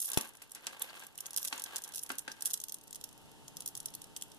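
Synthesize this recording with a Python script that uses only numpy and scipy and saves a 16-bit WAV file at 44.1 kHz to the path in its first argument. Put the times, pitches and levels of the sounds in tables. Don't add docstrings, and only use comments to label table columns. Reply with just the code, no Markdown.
import sys
import numpy as np
from scipy import signal
from scipy.fft import rfft, irfft, next_fast_len
from scipy.io import wavfile

SR = 44100
rng = np.random.default_rng(int(sys.argv[2]) if len(sys.argv) > 2 else 0)


def persist_wave(psi):
    counts = np.round(np.clip(psi, -1, 1) * 32767).astype(np.int16)
    wavfile.write(sys.argv[1], SR, np.atleast_2d(counts).T)


N = 193179
TIME = np.arange(N) / SR
SIZE = 2048
AGE = np.arange(SIZE) / SR
BINS = np.fft.rfftfreq(SIZE, 1 / SR)


def undb(db):
    return 10 ** (np.asarray(db) / 20)


def unit(x):
    return x / np.sqrt(np.mean(x ** 2))


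def curve(points, f):
    hz, db = np.transpose(points)
    return undb(np.interp(np.log(f + 1), np.log(hz), db))


def bump(f, hz, width_hz, db):
    return 1 + (undb(db) - 1) / (1 + (2 * (f - hz) / width_hz) ** 2)


def causal(gain):
    cepstrum = irfft(np.log(gain + 1e-6))
    cepstrum[1:SIZE // 2] *= 2
    cepstrum[SIZE // 2 + 1:] = 0
    response = irfft(np.exp(rfft(cepstrum)))
    return response / np.linalg.norm(response)


def through(x, response):
    return signal.fftconvolve(x, np.atleast_2d(response), axes=-1)[:, :x.shape[-1]]


def add(out, s, sound):
    start = max(int(s * SR), 0)
    part = out[:, start:start + sound.shape[-1]]
    part += sound[:, :part.shape[-1]]


# frequency in Hz, side minus mid in dB.
STEREO_WIDTH = [(40, 12), (110, 7.5), (220, 4.5), (400, 1.5), (700, -6), (1300, -9), (2400, 7),
                (4400, -3.5), (8000, 0)]


def spread(pair):
    length = pair.shape[-1]
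    size = next_fast_len(length + SIZE)
    side_gain = curve(STEREO_WIDTH, np.fft.rfftfreq(size, 1 / SR))
    gains = np.array([np.ones_like(side_gain), side_gain]) / np.sqrt(1 + side_gain ** 2)
    mid, side = irfft(rfft(pair, size) * gains, size)[:, :length]
    return np.array([mid + side, mid - side])


def burst(rise_s, fade_s, span_s=0.0012):
    half_envelope = np.sqrt((1 - np.exp(-AGE / rise_s)) * np.exp(-AGE / fade_s))
    scatter = np.angle(rfft(rng.standard_normal((2, SIZE)) * half_envelope))
    x = irfft(np.exp(1j * scatter)) * half_envelope
    return x * np.sqrt(span_s * SR) / np.linalg.norm(x, axis=-1, keepdims=True)


# frequency in Hz, gain in dB.
BEAD_COLOUR = [(60, -27.5), (400, -15.5), (1200, -21), (2300, -17.5), (3300, -5), (4600, -9.5),
               (5600, -0.5), (8500, -2.5), (10200, 1), (12000, -2), (14000, -3), (16000, -20.5)]


def click(hz, low_db, rise_s=0.00068, fade_s=0.0006, shared=0.1, ring_db=6, ring_width_hz=900,
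          even_db=-7, lag_s=0.00037, softening=0.99):
    left, own = burst(rise_s, fade_s * np.exp(.35 * rng.standard_normal()))
    right = shared * left + np.sqrt(1 - shared ** 2) * own
    pair = np.array([np.roll(left, int(lag_s * SR)), right])
    softness = undb(softening * (low_db - even_db) / (1 + (BINS / 7000) ** 4))
    gap = bump(BINS, rng.uniform(3750, 9250), 290, 4.2)
    ring = bump(BINS, hz, ring_width_hz, ring_db)
    colour = curve(BEAD_COLOUR, BINS) * softness * gap * ring
    pan_db = rng.normal(-1.2, 1.8)
    pan = undb(np.array([[pan_db], [-pan_db]]) / 2)
    return unit(through(pair, causal(colour))) * pair.std() * pan


# start in seconds, level in dB
# before the gains of beads(), strongest ring in Hz, share of 3-6 kHz in dB.
BEAD_CLICKS = [(0.002, -29.5, 10800, -13), (0.017, -28, 9600, -29), (0.0232, -40, 11000, -20),
               (0.0355, -35, 10600, -32), (0.044, -35, 10700, -24), (0.0565, -30.5, 10400, -30),
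               (0.085, -40, 10200, -21), (0.101, -31.5, 10100, -26), (0.1172, -30.5, 10200, -5),
               (0.133, -30.5, 10500, -6), (0.143, -36, 5380, 11), (0.1747, -25, 10100, -6),
               (0.183, -32, 10200, -7), (0.2103, -30, 10100, -8), (0.231, -50, 10200, -12),
               (0.249, -52, 10500, -5), (0.29, -52, 10200, -8), (0.352, -50, 10600, -9),
               (0.37, -49.5, 10600, -5), (0.421, -44, 8300, -17), (0.518, -40, 8340, -17),
               (0.549, -38, 10200, -6), (0.6684, -29.5, 7800, 6.5), (0.7952, -41.5, 11200, -22),
               (0.82, -25.5, 11200, -20), (0.958, -55, 9050, -12), (0.995, -45, 6500, -18),
               (1.036, -47.5, 7500, -8), (1.048, -52, 7500, -10), (1.067, -42.5, 11700, -12),
               (1.155, -50, 7000, -6), (1.1777, -37, 10300, -14), (1.187, -43, 10200, 1),
               (1.2054, -32.5, 13500, -15), (1.2579, -39, 6400, 9), (1.2647, -34.5, 6400, -15),
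               (1.307, -39, 10220, -3), (1.332, -39.5, 10300, -4), (1.343, -40.5, 7000, 1),
               (1.363, -26.5, 13370, -7), (1.3741, -24.5, 10600, -11), (1.38, -29, 11500, 1),
               (1.429, -32.5, 11800, -10), (1.4494, -29, 11300, -11), (1.4543, -32.5, 10400, -3),
               (1.474, -38, 10390, -1), (1.4824, -33.5, 11900, -1), (1.5782, -38, 6680, -2),
               (1.596, -35.5, 8800, -1), (1.62, -35.5, 11100, -4), (1.6389, -30, 11100, -9),
               (1.661, -40.5, 10500, 24), (1.7596, -28.5, 6700, -5), (1.7654, -31, 7440, 2.5),
               (1.782, -36.5, 11200, -5), (1.82, -41, 10200, -8.5), (1.8383, -35, 7100, -7.5),
               (1.845, -39, 10500, -2), (1.877, -43, 10200, -5), (1.89, -44, 10600, -18),
               (1.922, -45.5, 10240, -0.5), (1.938, -40, 10400, -2), (1.947, -36, 11000, -2),
               (1.959, -32, 10200, -11), (1.973, -37, 11500, -11), (1.98, -34.5, 10300, -1),
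               (1.9916, -35, 5550, -8.5), (2.019, -48, 10200, -14), (2.028, -42.5, 9900, -16),
               (2.034, -31.5, 10200, -17), (2.063, -43, 10700, 2), (2.0926, -38.5, 11160, -9.5),
               (2.1168, -38, 11400, -6), (2.154, -47, 10200, -7), (2.184, -30, 12000, -10),
               (2.192, -32.5, 8800, -9), (2.317, -37, 5500, 9), (2.408, -40, 9700, -4),
               (2.4224, -29, 8660, -13), (2.4513, -38, 10100, -11), (2.4572, -23.5, 9600, -10),
               (2.462, -30.5, 10000, -11), (2.4737, -32.5, 9730, -5), (2.504, -38, 9800, 0),
               (2.5095, -33.5, 8600, -7), (2.517, -41, 9800, -2), (2.5337, -25.5, 11400, -19),
               (2.5394, -25, 10400, -2.5), (2.575, -39, 9200, -3), (2.6014, -36, 6480, -5),
               (2.6158, -42, 8700, -6.5), (2.6383, -31.5, 11300, -6), (2.6838, -38, 11400, -5),
               (2.695, -36.5, 6360, -3.5), (2.722, -34, 12500, -9), (2.743, -33.5, 9400, -9),
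               (2.812, -51, 9140, -1.5), (2.878, -48, 7450, -4), (2.908, -43, 8750, -9.5),
               (2.9283, -38, 7400, -5), (2.947, -41, 6100, -4), (2.957, -37.5, 10200, -3.5),
               (3.012, -43, 7720, -0.5), (3.04, -33.5, 12500, -3), (3.09, -49, 6700, -3.5),
               (3.128, -51, 9500, -3), (3.48, -41, 6460, -1.5), (3.569, -35.5, 5330, -6),
               (3.6051, -35, 9500, -6.5), (3.621, -43.5, 10150, 4), (3.6604, -31, 9980, -8.5),
               (3.6765, -30, 11400, -15.5), (3.687, -42.5, 5400, -10), (3.752, -35, 7500, -4),
               (3.767, -42.5, 10200, -7), (3.7744, -35, 10400, -11.5), (3.802, -36, 10360, -2.5),
               (3.858, -29, 10130, -9.5), (3.8836, -46, 5300, 13.5), (3.939, -42.5, 11000, 3),
               (3.9504, -36, 11600, -19), (4.0171, -40, 9650, -6), (4.0414, -44.5, 10200, -0.5),
               (4.1639, -34.5, 8500, 1), (4.171, -39, 7880, -21.5), (4.212, -44, 10000, 1.5),
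               (4.222, -32.5, 7700, -13), (4.3174, -47.5, 9000, 8)]


def beads(gain_db=1.5, lead_in_db=-14, repeat_db=-14):
    out = np.zeros((2, N))
    for s, db, hz, low_db in BEAD_CLICKS:
        lead_in_s = rng.uniform(.0008, .0025)
        repeat_s = rng.uniform(.0015, .005)
        add(out, s - lead_in_s, undb(db + lead_in_db) * click(hz, low_db))
        add(out, s, undb(db + gain_db) * click(hz, low_db))
        add(out, s + repeat_s, undb(db + repeat_db + rng.normal(0, 6.1)) * click(hz, low_db))
    return out


def strokes(rows, attack_s, release_s):
    power = 0
    for s, length, db in rows:
        build = np.clip((TIME - s) / attack_s, 0, 1)
        decay = np.exp(-np.maximum(TIME - s - length, 0) / release_s)
        power = power + (undb(db) * build * decay) ** 2
    return power


# start in seconds, length in seconds,
# level in dB before the rest level is taken off.
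LOOP_SHIFTS = [(0, 0.056, -40.5), (.115, 0.035, -47), (.2, 0.066, -55.5), (1.37, 0.13, -48.5),
               (1.95, 0.0336, -50), (2.45, 0.06, -48.5)]


def jostling(held_db=-61.5, stir_db=-28, stir_s=0.022):
    stirs = [(s, 0, db + stir_db) for s, db, _, _ in BEAD_CLICKS]
    stirred = strokes(stirs, attack_s=1 / SR, release_s=stir_s)
    shifting = strokes(LOOP_SHIFTS, attack_s=0.0013, release_s=0.058)
    return 10 * np.log10(undb(held_db) ** 2 + shifting + stirred)


def above_rest(level_db, rest_db):
    return np.sqrt(np.maximum(undb(level_db) ** 2 - undb(rest_db) ** 2, 0))


def rustle(level_db, rest_db=-62, low_db=-11):
    moving = above_rest(level_db, rest_db)
    density = np.clip(moving / moving.mean(), .6, 6) ** 1.4
    contacts_per_s = 55 * density
    out = np.zeros((2, N))
    for i in np.flatnonzero(rng.random(N) < contacts_per_s / SR):
        size = undb(6 * min(rng.exponential(), 2)) / np.sqrt(density[i])
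        hz = rng.uniform(10500, 12500)
        softness_db = low_db + 7 * rng.standard_normal()
        add(out, i / SR, size * click(hz, softness_db, rise_s=0.00045, fade_s=0.00044))
    return unit(out) * moving


# start in seconds, level in dB before the
# gain of clinks(), ring in Hz.
AIR_POCKETS = [(0.1735, -30, 3440), (0.211, -44, 3420), (0.669, -38.5, 2520), (0.819, -34, 3550),
               (0.897, -44, 4440), (1.186, -41.5, 2960), (1.529, -35.5, 4100), (2.457, -43, 3780),
               (2.54, -50, 4340), (3.951, -44.5, 4270), (4.166, -41, 3140), (4.223, -37, 3260)]


def clinks(fade_s=0.0011, rise_s=0.000098, gain_db=-1):
    out = np.zeros((2, N))
    envelope = (1 - np.exp(-AGE / rise_s)) * np.exp(-AGE / fade_s)
    for s, db, hz in AIR_POCKETS:
        phases = rng.normal(0, .6, (2, 1))
        ring = envelope * np.sin(2 * np.pi * hz * AGE + phases)
        add(out, s, undb(db + gain_db) * unit(ring) * burst(rise_s, fade_s).std())
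    return out


# frequency in Hz, width in Hz,
# gain there in dB, negative for a dip.
LOW_RINGS = [(537, 31, 4), (876, 92, 5.5), (1137, 31, 5.5), (1280, 92, -1.5), (1599, 70, 11.5)]


def ringing():
    return np.prod([bump(BINS, *ring) for ring in LOW_RINGS], axis=0)


# frequency in Hz, gain in dB.
KNOCK_COLOUR = [(60, -33), (130, -13), (240, 9), (400, 5.5), (700, 0.5), (1100, -3), (1700, -5),
                (2300, 4.5), (3200, -0.5), (6000, -7.5), (10000, -8), (15000, -31)]
# start in seconds, level in dB, frequency of its colour in Hz,
# gain there in dB, negative for a dip, fade in seconds, bass in dB.
HANDLING_KNOCKS = [(0.1735, -25, 2640, 5, 0.0035, -2), (0.186, -36, 1000, 13, 0.0013, 7.5),
                   (0.418, -43, 1740, -3, 0.0035, -18), (0.553, -40, 1630, 7, 0.026, -9.5),
                   (0.672, -33.5, 1670, 5.5, 0.004, -11), (1.449, -39.5, 845, -12, 0.0029, -11),
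                   (1.526, -26.5, 950, 3, 0.0032, -10), (2.092, -41, 1680, 9, 0.0077, -12),
                   (2.1014, -27.5, 1448, 14, 0.0028, -3), (2.107, -41.5, 895, 8, 0.0026, 6),
                   (2.278, -29, 1667, 13, 0.0023, -6), (2.421, -47.5, 1690, 27, 0.0029, -9.5)]


def knocks(rise_s=0.00064, bass_hz=600):
    out = np.zeros((2, N))
    for s, db, hz, colour_db, fade_s, bass_db in HANDLING_KNOCKS:
        weight = undb(bass_db / (1 + (BINS / bass_hz) ** 4))
        colour = curve(KNOCK_COLOUR, BINS) * weight * ringing() * bump(BINS, hz, 250, colour_db)
        push = burst(rise_s, fade_s)
        add(out, s, undb(db) * unit(through(spread(push), causal(colour))) * push.std())
    return out


# frequency in Hz, fade in seconds, level in dB
HOUSING_MODES = [(150, .002, -12), (350, .0014, -22), (720, .001, -26), (1550, .0012, -33)]


def thud(s=.1734, rock_db=1, body_db=1.0, crack_db=-23, crack_s=0.00054):
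    out = np.zeros((2, N))
    modes = [undb(db) * np.exp(2j * np.pi * hz * AGE - AGE / fade_s) for hz, fade_s, db in HOUSING_MODES]
    rocking = modes[0].imag
    body = sum(modes[1:]).real
    left_lag = int(.00045 * SR)
    rocked = np.array([np.roll(rocking, left_lag), -rocking])
    add(out, s, undb(rock_db) * rocked - undb(body_db) * body)
    crack = burst(.00002, crack_s, span_s=0.00042)[0]
    add(out, s, undb(crack_db) * np.tile(crack, (2, 1)))
    return out


# start in seconds, length in seconds, level in dB before the
SKIN_PULLS = [(0.071, 0.19, -53), (0.619, 0.16, -55), (0.775, 0.27, -53), (1.207, 0.24, -60),
              (1.496, 0.11, -52.5), (1.646, 0.14, -52.5), (1.841, 0.086, -58), (2.087, 0.017, -46.5),
              (2.236, 0.28, -64)]


def pulling(winding_s=2.6, winding_db=-63):
    winding = [(0, winding_s, winding_db)]
    power = strokes(winding + list(SKIN_PULLS), attack_s=0.021, release_s=0.026)
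    return 10 * np.log10(power + 1e-12)


# frequency in Hz, gain in dB.
SKIN_COLOUR = [(60, -51), (200, -2.5), (400, 1.5), (650, -2.5), (1000, 0.5), (1700, -1.5), (2300, 5),
               (3300, 3), (5000, -6.5), (9000, -6), (15000, -11)]


def sliding(level_db, gain_db=2, rest_db=-66, hollow_db=9, hollow_width_hz=130, count=7):
    moving = above_rest(level_db, rest_db)
    slips_per_s, slip_s, drag = 220, .003, .15
    rub = np.zeros((2, N))
    for hz in np.geomspace(560, 1700, count):
        slips = (rng.random(N) < slips_per_s / count / SR) * rng.uniform(.5, 1.2, N)
        grip = drag + signal.lfilter([1], [1, -np.exp(-1 / (slip_s * SR))], slips)
        hollow = bump(BINS, hz * rng.uniform(.94, 1.06), hollow_width_hz, hollow_db)
        colour = curve(SKIN_COLOUR, BINS) * ringing() * hollow
        rub += through(rng.standard_normal((2, N)) * grip, causal(colour))
    return unit(spread(rub)) * moving * undb(gain_db)


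def rumble(peak_db=-69, hz=140, peak_s=3.54, length_s=0.29):
    band = signal.butter(2, [hz / 1.25, hz * 1.25], "band", fs=SR, output="sos")
    noise = unit(signal.sosfilt(band, rng.standard_normal(N)))
    swell = np.exp(-((TIME - peak_s) / length_s) ** 2 / 2)
    return noise * undb(peak_db) * swell


def room(x, wet_db, t60_s, early_db, early_s=0.0019):
    age = TIME[:SR // 2]
    early, late = rng.standard_normal((2, 2, len(age)))
    early *= np.exp(-age / early_s) * (age > .0015)
    late = spread(late * undb(-60 * age / t60_s) * (age > .008))
    early_part = undb(early_db) * early / np.linalg.norm(early[0])
    late_part = undb(wet_db) * late / np.linalg.norm(late[0])
    return x + through(x, early_part + late_part)


# frequency in Hz, gain in dB.
AIR_COLOUR = [(25, 0), (70, -1.5), (150, 1.5), (440, -5.5), (550, -8.5), (890, -9.5), (1050, -11.5),
              (2000, -17), (2900, -10.5), (4300, -18), (11000, -19.5), (14000, -27.5), (15500, -60)]
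# frequency in Hz, level in dB before the slow swell.
HUM_LINES = [(297, -75.5), (434, -77), (785, -77), (900, -72.5)]


def background(air_db=-59, waver=1.4):
    air = unit(through(spread(rng.standard_normal((2, N))), causal(curve(AIR_COLOUR, BINS))))
    knots = np.linspace(0, TIME[-1], 90)
    hum = np.zeros(N)
    for hz, db in HUM_LINES:
        drift = np.interp(TIME, knots, rng.standard_normal(len(knots)).cumsum())
        hum += undb(db) * np.sqrt(2) * np.sin(2 * np.pi * hz * TIME + waver * drift)
    swell_db = np.interp(TIME, [0, 1.2, 2.6, 3.3, 4.4], [-6, -5.5, -3.5, 1.5, 1.0])
    return (undb(air_db) * air + hum) * undb(swell_db)


def scene():
    glass = room(beads() + rustle(jostling()), wet_db=-15, t60_s=0.16, early_db=-6, early_s=0.0024)
    hollow = room(clinks(), wet_db=-11, t60_s=0.22, early_db=-5.0)
    dull = room(knocks(), wet_db=-5.0, t60_s=0.25, early_db=-2, early_s=0.003)
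    return glass + hollow + dull + thud() + sliding(pulling()) + rumble() + background()


def record(dry):
    shared_band = signal.lfilter(*signal.iirpeak(2330, 5, fs=SR), dry.mean(axis=0))
    top_cut = signal.ellip(7, .3, 60, 14500, fs=SR, output="sos")
    return signal.sosfilt(top_cut, dry - .85 * shared_band)


dry = scene()
out = record(dry)
persist_wave(out)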